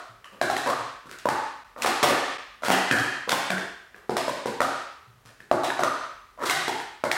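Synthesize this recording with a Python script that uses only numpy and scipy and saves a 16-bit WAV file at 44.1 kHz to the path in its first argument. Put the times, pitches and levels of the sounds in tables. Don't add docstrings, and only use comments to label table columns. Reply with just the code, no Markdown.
import sys
import numpy as np
from scipy import signal
from scipy.fft import rfft, irfft
from scipy.io import wavfile
from scipy.ndimage import uniform_filter1d

SR = 44100
rng = np.random.default_rng(int(sys.argv[2]) if len(sys.argv) > 2 else 0)


def unload_wav(signal):
    wavfile.write(
        sys.argv[1],
        SR,
        np.round(np.clip(np.atleast_2d(signal).T, -1, 1) * 32767).astype(np.int16),
    )


def volts(x):
    e = np.asarray(x, float) / 20
    return 10 ** e


N = 316197
LEAD = SR // 4

# frequency in Hz, level in dB per Hz.
HUSH_COLOUR = [(22, -76), (38, 5), (113, -5), (178, -9.5), (241, -6), (318, -17), (389, -6), (540, -10),
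               (1210, -8), (2660, -18), (16000, -28)]

# air level in dB, air pitch in Hz,
# wall level in dB, wall pitch in Hz, crack level in dB, share of the undertone.
EARLIER_KNOCK = [(-37, 690, -37, 1250, -41, 0.17)]
# start in seconds, strength in dB,
# air pitch in Hz, wall pitch in Hz, crack in dB against the strength.
THUDS = [(0.412, -25, 668, 1634, -8.5), (0.498, -27, 787, 1065, -8.5), (1.055, -51, 295, 1320, -11),
         (1.254, -26.5, 590, 960, -35), (1.857, -26, 787, 930, -0.5), (2.077, -19, 550, 1190, -30),
         (2.112, -26, 740, 1770, -24), (2.62, -43.5, 640, 1330, -8), (2.648, -42, 450, 2020, 1),
         (2.707, -20.5, 757, 2034, -1.5), (2.952, -29, 745, 1250, -5.5), (3.274, -35.5, 490, 1030, -23),
         (4.093, -27, 437, 810, -17.5), (4.279, -29.5, 600, 930, -9.5), (4.456, -30, 480, 930, -11.5),
         (5.251, -60.5, 253, 1240, -15), (5.512, -17.5, 670, 814, -19.5), (5.633, -29.5, 710, 1050, -4),
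         (5.791, -26.5, 714, 1390, -12.5), (6.374, -45.5, 625, 1180, -34)]
CLACKS = [(0.66, -27, 556, 1030, -10), (1.286, -25.5, 891, 1126, -7.5), (2.91, -20.5, 287, 1705, -6.5),
          (6.402, -38.5, 585, 1150, -16), (3.304, -36, 554, 1590, 3), (3.502, -32, 686, 1585, -3.5),
          (4.166, -30.5, 695, 995, -1), (4.603, -26, 590, 1230, -10.5), (4.615, -28, 755, 1290, -3),
          (6.424, -34, 452, 1290, -10), (7.037, -28, 636, 870, -10)]
TAPS = [
    (0.688, -26, 723, 1134, -6.5),
    (1.184, -65, 740, 1470, 13.5),
    (1.845, -26.5, 530, 1160, -17),
    (1.761, -47, 572, 1190, -23),
    (2.027, -19, 382, 1173, -2.5),
    (2.633, -33.5, 620, 1360, -18),
    (3.106, -44, 750, 1840, -20),
    (5.833, -21.5, 630, 1222, -9),
    (6.679, -29.5, 434, 850, -5.5),
    (7.165, -33.5, 885, 1400, -14),
]
TICKS = [(0.242, -55.5, 1195, 1840, -5.5), (0.564, -34.5, 743, 1880, -3), (1.092, -55, 390, 1430, -6),
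         (1.819, -45, 720, 2580, 10), (2.984, -32.5, 318, 1470, -4), (3.03, -42.5, 990, 1690, -0.5),
         (3.291, -39, 700, 1440, 5), (3.317, -32, 995, 1450, 1), (3.579, -40.5, 390, 1890, -8.5),
         (3.943, -57, 410, 1660, -24), (5.289, -65.5, 590, 1760, -6), (5.402, -56.5, 206, 1750, -12),
         (5.701, -34, 903, 1700, -14), (6.591, -41, 690, 2130, -6), (6.799, -45, 856, 1820, -8.5),
         (6.495, -28, 753, 2170, 0.5), (7.113, -33.5, 795, 1930, 1.5)]
# air in dB, wall in dB, crack in dB, share of the undertone, how long the wall lasts (times normal).
THUD_MIX = ((-1.5, -8.5, 2, 0.55, 2.1), (11.5, 5.5, 4, 0.17, 1))
CLACK_MIX = ((0, 0, 1, 0.32, 1.18), (10, 16, 8.5, 0.2, 0.54))
TAP_MIX = ((-4.5, -3.5, 0, 0.25, 2.05), (11, 13, 10.5, 0.099, 0.98))
TICK_MIX = ((0, -6, 3.5, 0.43, 1.4), (10, 16.5, 13.5, 0.45, 1.5))
# from when in seconds, pitch in Hz, dB against the crack.
RIMS = [(0, 2980, 9), (0.4, 4100, -4), (0.62, 3600, -25), (1.0, 2900, -16), (2.0, 3500, -4),
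        (2.69, 3260, -1), (3.28, 3600, -2.5), (3.7, 5230, -6), (4.25, 3880, -21), (4.58, 2380, -26),
        (5.6, 3960, -0.5), (5.75, 6240, -5), (6.4, 4020, -4), (6.65, 3420, -4), (7.0, 2200, 5)]
# time in seconds, level in dB.
NEARNESS = [(0.3, -1.5), (0.5, 3), (0.67, -8), (1.29, 3), (1.83, -0.5), (2.05, -7.5), (2.65, -1), (2.9, -1),
            (3.3, -0.5), (3.55, 1.5), (4.15, 1), (4.3, 1.5), (4.61, 2), (5.5, 0), (5.8, -0.5), (6.45, -9.5),
            (6.7, -3), (7.1, 0.5)]
# frequency in Hz, level in dB.
CRACK_COLOUR = [(2000, 1), (3100, -2), (4000, -0.5), (5500, -4), (8500, -7.5), (12000, -14), (16000, -23.5)]
# pitch in Hz, level in dB, time to fade by 60 dB in seconds.
TABLE_TOP = [(105, -23, 0.15), (140, -18.5, 0.088), (220, -35, 0.042), (284.4, -20, 0.073),
             (375.7, -11, 0.041)]

# frequency in Hz, time to fade by 60 dB in seconds.
ROOM_T60 = [(100, 0.36), (300, 0.45), (700, 0.49), (1080, 0.7), (1220, 0.74), (1400, 0.68), (2500, 0.8),
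            (5000, 0.69), (9000, 0.52), (15000, 0.29)]
# frequency in Hz, level in dB.
ROOM_COLOUR = [(80, -8), (300, 7), (700, 4), (1000, 3.5), (1200, 1.5), (1450, 6.5), (2500, 3), (6000, 1),
               (15000, 3.5)]
# delay in seconds, level in dB.
EARLY_ECHOES = [(.0045, -22), (.0085, -15), (0.014, -9), (0.0259, -22), (.029, -26.5)]

# time in seconds, peak in dB, pitch in Hz.
STEPS = [
    (0.1, -46, 112),
    (0.783, -36.5, 114),
    (2.697, -21, 187.5),
    (2.981, -23, 112.7),
    (3.509, -26.5, 185.3),
    (5.078, -45.5, 114),
    (5.152, -49, 115),
    (5.259, -47, 114),
    (6.541, -35, 158),
    (6.721, -58, 119),
]
# time they seat in seconds, length of the approach in seconds,
# level in dB, pitch of the hollow in Hz, brightness in dB.
SLIDES = [(0.33, 0.014, -41, 355, -52), (1.096, .008, -45, 1410, -5), (1.257, .005, -24, 480, -55),
          (1.8, 0.033, -31, 630, -35), (1.855, 0.045, -22, 810, -46), (2.04, 0.011, -6.5, 555, -11.5),
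          (2.082, 0.0073, -26, 653, -34), (2.675, 0.041, -31, 990, -3.5), (2.721, 0.048, -12, 756, -40),
          (3.324, 0.049, -21.5, 760, -39), (3.953, 0.0068, -46.5, 1190, -34), (4.026, 0.062, -62, 500, -22),
          (5.255, 0.0055, -58.5, 1120, 2), (5.403, .007, -59, 1750, -4), (6.435, 0.064, -39, 880, -37),
          (6.504, 0.054, -25.5, 1010, -6), (6.685, 0.0071, -41, 1770, -20)]

# middle in seconds, length in seconds.
DROPOUTS = [(1.641, .01), (2.378, .01)]


def evened(x):
    return x / np.sqrt(np.mean(x ** 2) + 1e-20)


def read(points, hz):
    f, value = np.transpose(points)
    return np.interp(np.log(hz + 1), np.log(f + 1), value)


def add(mix, s, sound):
    part = mix[LEAD + round(s * SR):][:len(sound)]
    part += sound[:len(part)]


def coloured(x, points):
    gain_db = read(points, np.fft.rfftfreq(x.shape[-1], 1 / SR))
    return irfft(rfft(x) * volts(gain_db), x.shape[-1])


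def ring(t, hz, t60, rise):
    return (1 - np.exp(-t / rise)) * volts(-60 * t / t60) * np.sin(2 * np.pi * hz * t)


def hush():
    return volts(-61) * evened(coloured(rng.standard_normal(N), HUSH_COLOUR))


def click(points):
    gain = np.log(volts(read(points, abs(np.fft.fftfreq(8192, 1 / SR)))))
    pulse = np.fft.ifft(np.exp(np.conj(signal.hilbert(gain)))).real
    return pulse / abs(pulse).max()


def knock(crack, lasting, cavity_db, cavity_hz, wall_db, wall_hz, crack_db, under):
    t = np.arange(len(crack)) / SR
    free = (cavity_hz / 700) ** 0.5
    cavity = ring(t, cavity_hz, t60=0.019 * free, rise=0.0016)
    cavity += under * ring(t, 0.535 * cavity_hz, t60=0.02, rise=0.0033)
    cavity += 0.35 * ring(t, 1.672 * cavity_hz, t60=0.022, rise=0.0026)
    for hz, db, t60 in TABLE_TOP:
        cavity += volts(db) * ring(t, hz, t60, rise=0.02)
    wall = ring(t, wall_hz, t60=0.0097 * lasting, rise=0.00024)
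    wall += 0.37 * ring(t, 1.466 * wall_hz, t60=0.013, rise=0.00092)
    return volts(cavity_db + 10.5) * cavity + volts(wall_db + 8.5) * wall + volts(crack_db + 5.5) * crack


def sent_knock(crack, row, mix):
    s, db, cavity_hz, wall_hz, crack_db = row
    cavity_gain, wall_gain, crack_gain, under, lasting = mix
    return knock(crack, lasting, db + cavity_gain, cavity_hz, db + wall_gain, wall_hz,
                 db + crack_db + crack_gain, under)


def knocks():
    direct, spread = np.zeros(LEAD + N), np.zeros((3, LEAD + N))
    size = 6144
    t = np.arange(size) / SR
    pulse = click([(60, -40)] + CRACK_COLOUR)[:size]
    kinds = [(THUDS, THUD_MIX), (CLACKS, CLACK_MIX), (TAPS, TAP_MIX), (TICKS, TICK_MIX)]
    events = sorted((row, mix) for kind, mix in kinds for row in kind)
    burst = ring(t, 57.5, t60=0.012, rise=.0003)
    chatter = rng.standard_normal((len(events), size)) * burst * volts(3)
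    cracks = signal.fftconvolve(chatter, pulse[None], axes=1)[:, :size]
    add(spread[2], -.12, knock(volts(7) * pulse, 1.33, *EARLIER_KNOCK[0]))
    for k, (row, (sides, ahead)) in enumerate(events):
        s = row[0]
        peak_s = s + .0016
        rim_hz, rim_db = [rim[1:] for rim in RIMS if rim[0] <= s][-1]
        rim = volts(rim_db - 4) * ring(t, rim_hz, t60=.009, rise=.0004)
        near = volts(np.interp(s, *np.transpose(NEARNESS)))
        add(direct, peak_s, near * sent_knock(cracks[k] + volts(7) * rim, row, ahead))
        add(spread[k % 3], peak_s, sent_knock(volts(8) * pulse + rim, row, sides))
    return direct, volts(14.5) * spread


def room(x):
    hz, t, z = signal.stft(rng.standard_normal((3, SR)), SR, nperseg=512)
    shape_db = read(ROOM_COLOUR, hz)[:, None] - 60 * t / read(ROOM_T60, hz)[:, None]
    tail = signal.istft(z * volts(shape_db), SR, nperseg=512)[1][:, :SR]
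    tail *= np.clip((np.arange(SR) / SR - .004) / 0.006, 0, 1)
    tail *= volts(2) / np.linalg.norm(tail, axis=1, keepdims=True)
    laps = np.arange(1, 60)
    lap_s, flutter_db, flutter_t60 = 0.0073, -20, 0.57
    for place in range(3):
        for s, db in EARLY_ECHOES:
            tail[place, int(s * rng.uniform(.95, 1.05) * SR)] += volts(db)
        at = laps * lap_s + rng.uniform(0, 0.0048) + rng.normal(0, 0.00018, len(laps))
        tail[place, (at * SR).astype(int)] += volts(flutter_db - 60 * at / flutter_t60)
    return signal.fftconvolve(x, tail, axes=1)[:, :LEAD + N].sum(0)


def steps():
    out, t = np.zeros(LEAD + N), np.arange(SR // 2) / SR
    for s, db, hz in STEPS:
        add(out, s - .008, volts(db - 2) * ring(t, hz, t60=0.32, rise=0.0011))
    return out


def resonate(x, hz, width):
    turn = np.exp(2j * np.pi * np.cumsum(hz) / SR)
    r = np.exp(-np.pi * width / SR)
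    return 2 * (turn * signal.lfilter([1 - r], [1, -r], x / turn)).real


def slide(row):
    seat, approach, top_db, top_hz, round_db = row
    s = [seat - approach, seat, seat + 0.076]
    t = np.arange(s[0], s[-1], 1 / SR)
    level_db = top_db + np.interp(t, s, [-12.5, 0, -36])
    hz = top_hz * np.interp(t, s, [0.95, 1, 1])
    bright_db = round_db + np.interp(t, s, [23, 0, 23])
    chance = rng.random(SR // 4)[:len(t)]
    strength = rng.exponential(1, SR // 4)[:len(t)]
    noise = rng.standard_normal(SR // 4)[:len(t)]
    tick = (chance < 900 / SR) * volts(5.8 * strength) * np.sign(noise)
    ticks = evened(tick + 0.17 * noise)
    hollow = evened(resonate(ticks, hz, width=360) + .5 * resonate(ticks, 0.36 * hz, width=150))
    scrape = evened(coloured(ticks, [(9.2, -49)] + CRACK_COLOUR))
    sound = volts(level_db - 2.0) * (hollow + volts(bright_db) * scrape)
    return s[0], sound * signal.windows.tukey(len(t), .15)


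def scene():
    direct, spread = knocks()
    moving = np.zeros_like(spread)
    for k, row in enumerate(SLIDES):
        add(moving[k % 3], *slide(row))
    moving[0] += steps()
    heard = (direct + moving.sum(0) + room(spread + moving))[LEAD:]
    no_bass = signal.butter(4, 100, "high", fs=SR, output="sos")
    return (signal.sosfilt(no_bass, heard) + hush())[None]


def low_pass(x):
    return signal.sosfilt(signal.butter(12, 16700, fs=SR, output="sos"), x)


def record(dry):
    power = uniform_filter1d(dry[0] ** 2, size=301, origin=150)
    power_db = 10 * np.log10(abs(power) + 1e-12)
    fall = np.arange(N) * 92.0 / SR
    over_db = np.maximum(np.maximum.accumulate(power_db + fall) - fall + 28.5, 0)
    held = dry[0] / volts(0.49 * uniform_filter1d(over_db, size=301, origin=150))
    for s, length in DROPOUTS:
        held = held * np.clip(abs(np.arange(N) / SR - s) / (length / 2), .5, 1) ** 2
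    clipped = np.clip(held + .12 * held ** 2, -.41, .41)
    steady = signal.sosfilt(signal.butter(1, 15, "high", fs=SR, output="sos"), clipped)
    edge = signal.firwin(255, 16200, window=("kaiser", 8), fs=SR)
    mix = signal.oaconvolve(steady, edge, "same")[None]
    return low_pass(mix)


dry = scene()
out = record(dry)
unload_wav(out)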